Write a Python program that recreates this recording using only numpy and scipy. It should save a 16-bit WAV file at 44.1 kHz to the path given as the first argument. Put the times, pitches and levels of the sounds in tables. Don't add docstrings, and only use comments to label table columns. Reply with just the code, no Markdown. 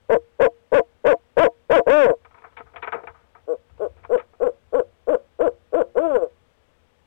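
import sys
import numpy as np
from scipy import signal
from scipy.fft import rfft, irfft, next_fast_len
from scipy.io import wavfile
from scipy.ndimage import uniform_filter1d, map_coordinates

SR = 44100
rng = np.random.default_rng(int(sys.argv[2]) if len(sys.argv) > 2 else 0)


def gain_from_decibels(decibels):
    exponent = np.asarray(decibels, float) / 20
    return 10 ** exponent


def unload_audio(sound):
    columns = np.transpose(np.atleast_2d(sound))
    steps = np.round(np.clip(columns, -1, 1) * 32767)
    wavfile.write(sys.argv[1], SR, steps.astype(np.int16))


N = 311346


def unit(x):
    return x / np.sqrt(np.mean(x ** 2) + 1e-20)


def filtered(x, response):
    m = next_fast_len(N + SR // 2)
    return irfft(rfft(x, m) * response(np.fft.rfftfreq(m, 1 / SR)), m)[..., :N]


def modes(table):
    def response(f):
        total = 0
        for k, (centre, width_hz, db) in enumerate(table):
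            push = 1j * f * width_hz
            total = total + (-1) ** k * gain_from_decibels(db) * push / (centre * centre - f * f + push)
        return total
    return response


def wobble(rate):
    knots = rng.standard_normal(int(N * rate / SR) + 4)
    return map_coordinates(knots, [np.arange(N) * rate / SR])


def night():
    # (frequency [Hz], level per Hz [dB])
    hiss_colour = [(20, -9), (140, -13.5), (350, -17), (480, -10), (750, -17.5), (3400, -26), (4200, -33.5),
                   (15700, -48.5)]
    # (frequency [Hz], level [dB])
    hum_lines = [(242.2, -90), (479.1, -89.5), (597.5, -95.5), (839.8, -95)]
    # (middle [s], half length [s], level over the rumble [dB])
    sways = [
        (.02, .5, 4.5),
        (2.906, .3, 12),
        (3.889, .26, 14),
        (5.45, 1, 5),
    ]
    t = np.arange(N) / SR
    f, db = np.transpose(hiss_colour)
    hiss = unit(filtered(rng.standard_normal(N), lambda hz: gain_from_decibels(np.interp(np.log(hz + 1), np.log(f), db))))
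    rumble = unit(filtered(rng.standard_normal(N), lambda hz: modes([(75, 36, 0)])(hz) ** 2))
    throb_db = 3 * wobble(12)
    sway_db = sum(db * np.exp(-((t - middle) / half) ** 2) for middle, half, db in sways)
    hum = sum(gain_from_decibels(db + 16.5 + 2 * wobble(13)) * np.sin(2 * np.pi * hz * t) for hz, db in hum_lines)
    return gain_from_decibels(-61) * hiss + gain_from_decibels(-64 + sway_db + throb_db) * rumble + hum


def claws():
    # (time [s], peak level [dB], bright share [dB], scrape length [s])
    taps = [(2.248, -36, -9.5, 0.014), (2.309, -42.5, -25, .014), (2.343, -39, -22, 0.023),
            (2.42, -38.5, -12, .007), (2.44, -29.5, -38, 0.022), (2.524, -48, -12, 0.015),
            (2.76, -26.5, -5.5, 0.019), (2.874, -16, -16, 0.012), (2.922, -13.5, -15, 0.0154),
            (3.072, -22.5, -20, .014), (3.35, -39, -43, 0.024), (3.697, -49, -12, .01),
            (4.049, -31, -14, .0078)]
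    # (time [s], peak level [dB], bright share [dB], scrape length [s])
    thuds = [(2.218, -58, -15, 0.012), (2.601, -30.5, -19, 0.011), (2.736, -41, -25, 0.042),
             (2.945, -22, -22, 0.027), (3.034, -34, -29, 0.012), (3.777, -48.5, -10, 0.008),
             (3.967, -52, -7, 0.075), (4.334, -48, -30, 0.0193)]
    # (time [s], peak level [dB], bright share [dB], scrape length [s])
    drags = [(2.374, -42, -14, 0.0267), (2.566, -28, -4, 0.019), (2.656, -44.5, -34, 0.04),
             (2.821, -19, -7.5, 0.021), (3.137, -45.5, -35, 0.075), (4.03, -38, -15, .016),
             (4.172, -31, -8, 0.022), (4.19, -32, -8, .015)]
    # (frequency [Hz], width [Hz], level [dB])
    walls = [(460, 27, 17.5), (692, 37, 14), (930, 130, 3), (1274, 69, 11), (1500, 360, -2.5),
             (2297, 300, 12), (2624, 130, -26), (2800, 59, -18)]
    # its rows, rise in s, dull share in dB
    kinds = [(taps, 0.0014, -12.5), (thuds, 0.001, 0.81), (drags, 0.0073, -12)]
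    bands = np.zeros((3, N + SR))
    t = np.arange(SR // 5) / SR
    for rows, rise, dull_db in kinds:
        for start, db, bright_db, length in rows:
            span = np.clip(length, .004, .1)
            unevenness_db = 24 * uniform_filter1d(rng.standard_normal(len(t)), size=90)
            grains = rng.standard_normal(len(t)) * gain_from_decibels(unevenness_db)
            after = np.clip(t - rise, 0, None) / span / np.array([[1.2], [1], [.6]])
            shape = np.clip(t / rise, 0, 1) * np.exp(-after)
            tick = gain_from_decibels(18) * np.exp(-rise / 0.0013 - t / 0.00025) * rng.standard_normal(len(t))
            shares = gain_from_decibels([[dull_db + 7.5], [9], [bright_db + 5.5]])
            first = round(start * SR)
            bands[:, first:first + len(t)] += shares * gain_from_decibels(db) * (shape * grains + tick)
    low = lambda f: 1 / (1 + (f / 800) ** 6)
    high = lambda f: 1 - 1 / (1 + (f / 1700) ** 6)
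    split = filtered(bands[:, :N], lambda f: np.array([low(f), 1 - low(f) - high(f), high(f)]))
    direct = lambda f: (1j * f / (250 + 1j * f)) ** 2
    return filtered(split.sum(axis=0), lambda f: gain_from_decibels(-3.5) * modes(walls)(f) + gain_from_decibels(-5.0) * direct(f))


def scatter(x, t60, wet_db, above_hz):
    t = np.arange(SR // 2) / SR
    tail = rng.standard_normal(len(t)) * gain_from_decibels(-60 * t / t60) * (1 - np.exp(-t / 0.0027))
    scattered = filtered(x, lambda f: 1 / (1 + (above_hz / (f + 1)) ** 6))
    return x + gain_from_decibels(wet_db) * signal.fftconvolve(scattered, tail / np.linalg.norm(tail))[:N]


def breath(hoots, last, low_hz, end_hz, climb, onset, full_db, db_per_octave):
    full_hz, release_s = 340.6, 0.018
    t = np.arange(N) / SR
    s, hz, db = np.transpose(last)
    pitch = uniform_filter1d(np.interp(t, s, hz), size=700)
    fades = np.clip((t - s[0]) / onset, 0, 1) * np.clip((s[-1] - t) / release_s, 0, 1)
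    gain = fades * gain_from_decibels(np.interp(t, s, db))
    for start, rise, fall, top_hz in hoots:
        inside = (t >= start) & (t < start + rise + fall)
        u = t[inside] - start
        effort = top_hz / full_hz
        sinking = np.clip((u - rise) / fall, 0, 1)
        still_to_climb = np.clip(1 - u / rise, 0, 1) ** climb
        dropped = sinking ** (1.32 / effort ** .55)
        pitch[inside] = top_hz - (top_hz - low_hz) * still_to_climb - (top_hz - end_hz) * dropped
        strength = gain_from_decibels(full_db + db_per_octave * np.log2(effort))
        gain[inside] = strength * np.clip(u / onset, 0, 1) * (1 - sinking ** 2.98)
    return pitch, gain


def owl(pitch, gain, box, ring, tilt_db, slack_db):
    on = gain > 1e-6
    shaky_pitch = pitch * (1 + .004 * wobble(90))
    phase = 2 * np.pi * np.cumsum(shaky_pitch)[on] / SR
    k = np.arange(1, 25)[:, None]
    slack = np.clip(1 - pitch[on] / 260, 0, 1)
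    slack_loss_db = slack_db * slack * np.log2(np.maximum(k * pitch[on] / 600, 1))
    tone = np.sum(gain_from_decibels(tilt_db * np.log2(k) + slack_loss_db) * np.cos(k * phase), axis=0)
    air = gain_from_decibels(-24) * (1 + np.cos(phase)) * rng.standard_normal(len(phase))
    voice = np.zeros(N)
    voice[on] = tone + air
    beak = lambda f: (1j * f / (270 + 1j * f)) ** 3 / np.sqrt(1 + (275 / (f + 1)) ** 7)
    shimmer = gain_from_decibels(.6 * wobble(45))
    return filtered(voice * gain * shimmer, lambda f: beak(f) * 2 * (modes(box)(f) + modes(ring)(f)))


def hoots_into_box():
    # (start [s], rise [s], fall [s], top pitch [Hz])
    short_in = [
        (.088, 0.037, 0.05, 231),
        (.39, .044, 0.0463, 278),
        (.715, 0.046, 0.051, 296.3),
        (1.04, 0.052, 0.056, 304),
        (1.362, .06, .061, 342.8),
        (1.692, 0.051, 0.072, 339),
    ]
    # (time [s], pitch [Hz], level [dB])
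    long_in = [(1.858, 124.6, -5.5), (1.899, 253.9, -3), (1.935, 295.2, -1), (1.973, 307.2, -2.5),
               (2.012, 283.8, -2), (2.041, 248.1, -4), (2.065, 199.1, -6.5), (2.1, 156.1, -7.5),
               (2.15, 109.6, -22.5)]
    # (frequency [Hz], width [Hz], level [dB])
    box_in = [(325, 27, -7), (259, 34, -18.5), (465.89, 37.6, 10.5), (570, 150, 1.5), (689.3, 35, -1.5),
              (995, 100, -8.5), (1221, 76, -12), (1447, 77, -13.5), (2300, 560, -24)]
    # (frequency [Hz], width [Hz], level [dB])
    ring_in = [(467, 6, -13), (948, 16, -23)]
    pitch, gain = breath(short_in, long_in, low_hz=120.53, end_hz=105.23, climb=1.7, onset=0.015,
                         full_db=-2.5, db_per_octave=5.5)
    voice = owl(pitch, gain, box_in, ring_in, tilt_db=-4.5, slack_db=-19.5)
    near = scatter(voice, t60=0.03, wet_db=-1.5, above_hz=638)
    return scatter(near, t60=0.083, wet_db=-32, above_hz=200)


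def hoots_into_night():
    # (start [s], rise [s], fall [s], top pitch [Hz])
    short_out = [
        (3.468, 0.036, .054, 163.3),
        (3.791, 0.038, 0.049, 216),
        (4.089, .049, 0.049, 254.8),
        (4.396, .05, 0.056, 276.7),
        (4.72, 0.049, 0.05954, 288.1),
        (5.065, .05, .059, 316.4),
        (5.385, 0.059, 0.054, 341.9),
        (5.721, 0.061, 0.056, 346.6),
    ]
    # (time [s], pitch [Hz], level [dB])
    long_out = [(5.946, 135.2, -10.5), (5.982, 266.3, -9), (6.016, 325, -12.5), (6.048, 339.6, -9.5),
                (6.096, 303, -14), (6.14, 261.5, -9.5), (6.188, 189.6, -14), (6.235, 157.3, -15),
                (6.285, 111.5, -31.5)]
    # (frequency [Hz], width [Hz], level [dB])
    box_out = [(350.7, 8.1, -14), (230.4, 6, -21.5), (480.2, 34.3, 12), (665, 130, -9), (967, 40, -11.5),
               (1420, 300, -17.5), (2020, 250, -43), (3440, 50, -30)]
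    # (frequency [Hz], width [Hz], level [dB])
    ring_out = [(555, 13, 1), (474, 6, -9)]
    pitch, gain = breath(short_out, long_out, low_hz=121.63, end_hz=104.64, climb=1.7, onset=0.022,
                         full_db=-9.0, db_per_octave=6.5)
    voice = owl(pitch, gain, box_out, ring_out, tilt_db=-7.0, slack_db=-8.5)
    near = scatter(voice, t60=0.038, wet_db=-2.0, above_hz=435)
    return scatter(near, t60=0.22, wet_db=-20.5, above_hz=480)


def scene():
    return np.array([hoots_into_box() + hoots_into_night() + claws(), night()])


def overload(x, top, bottom, hardness):
    limit = np.where(x > 0, top, bottom)
    return x / (1 + np.abs(x / limit) ** hardness) ** (1 / hardness)


def band_limit(x):
    return signal.sosfilt(signal.butter(12, 15960, fs=SR, output="sos"), x)


def record(dry):
    sampling_hz = 8000
    t = np.arange(N) / SR
    slide = 0.38 * np.clip(uniform_filter1d(np.abs(dry[0]), size=500) - .12, 0, None)
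    clipped = overload(dry[0] - slide, top=0.41, bottom=0.35, hardness=8)
    steep = lambda f: (25 + 1j * f) / (80 + 1j * f) / (1 + 1j * f / 2600) / np.sqrt(1 + (f / 3550) ** 26)
    narrow = filtered(clipped, steep)
    clock = np.cos(2 * np.pi * sampling_hz * t)
    mirror = filtered(narrow, lambda f: 1 / (1 + (f / 900) ** 4)) * clock
    played = overload(narrow, top=.48, bottom=.46, hardness=24)
    edges = overload(dry[0], top=.6, bottom=.6, hardness=40)
    rasp = filtered(edges - dry[0], lambda f: 1 / (1 + (4200 / (f + 1)) ** 12))
    left = played + gain_from_decibels(-12) * rasp + gain_from_decibels(-48.5) * mirror + dry[1] + gain_from_decibels(-95.0) * clock

    def crosstalk(f):
        early = np.exp(2j * np.pi * f * 1.5e-5)
        return -gain_from_decibels(-34.5) * 1j * f / (55 + 1j * f) * (1 + f / 9000) * early

    leak = filtered(narrow + dry[1], crosstalk)
    own_hiss = gain_from_decibels(-99) * filtered(rng.standard_normal(N), lambda f: 1 / (1 + 1j * f / 6000))
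    right = leak + gain_from_decibels(-72.5) * mirror + gain_from_decibels(-96.5) * clock + own_hiss
    return band_limit(np.array([left, right]))


dry = scene()
out = record(dry)
unload_audio(out)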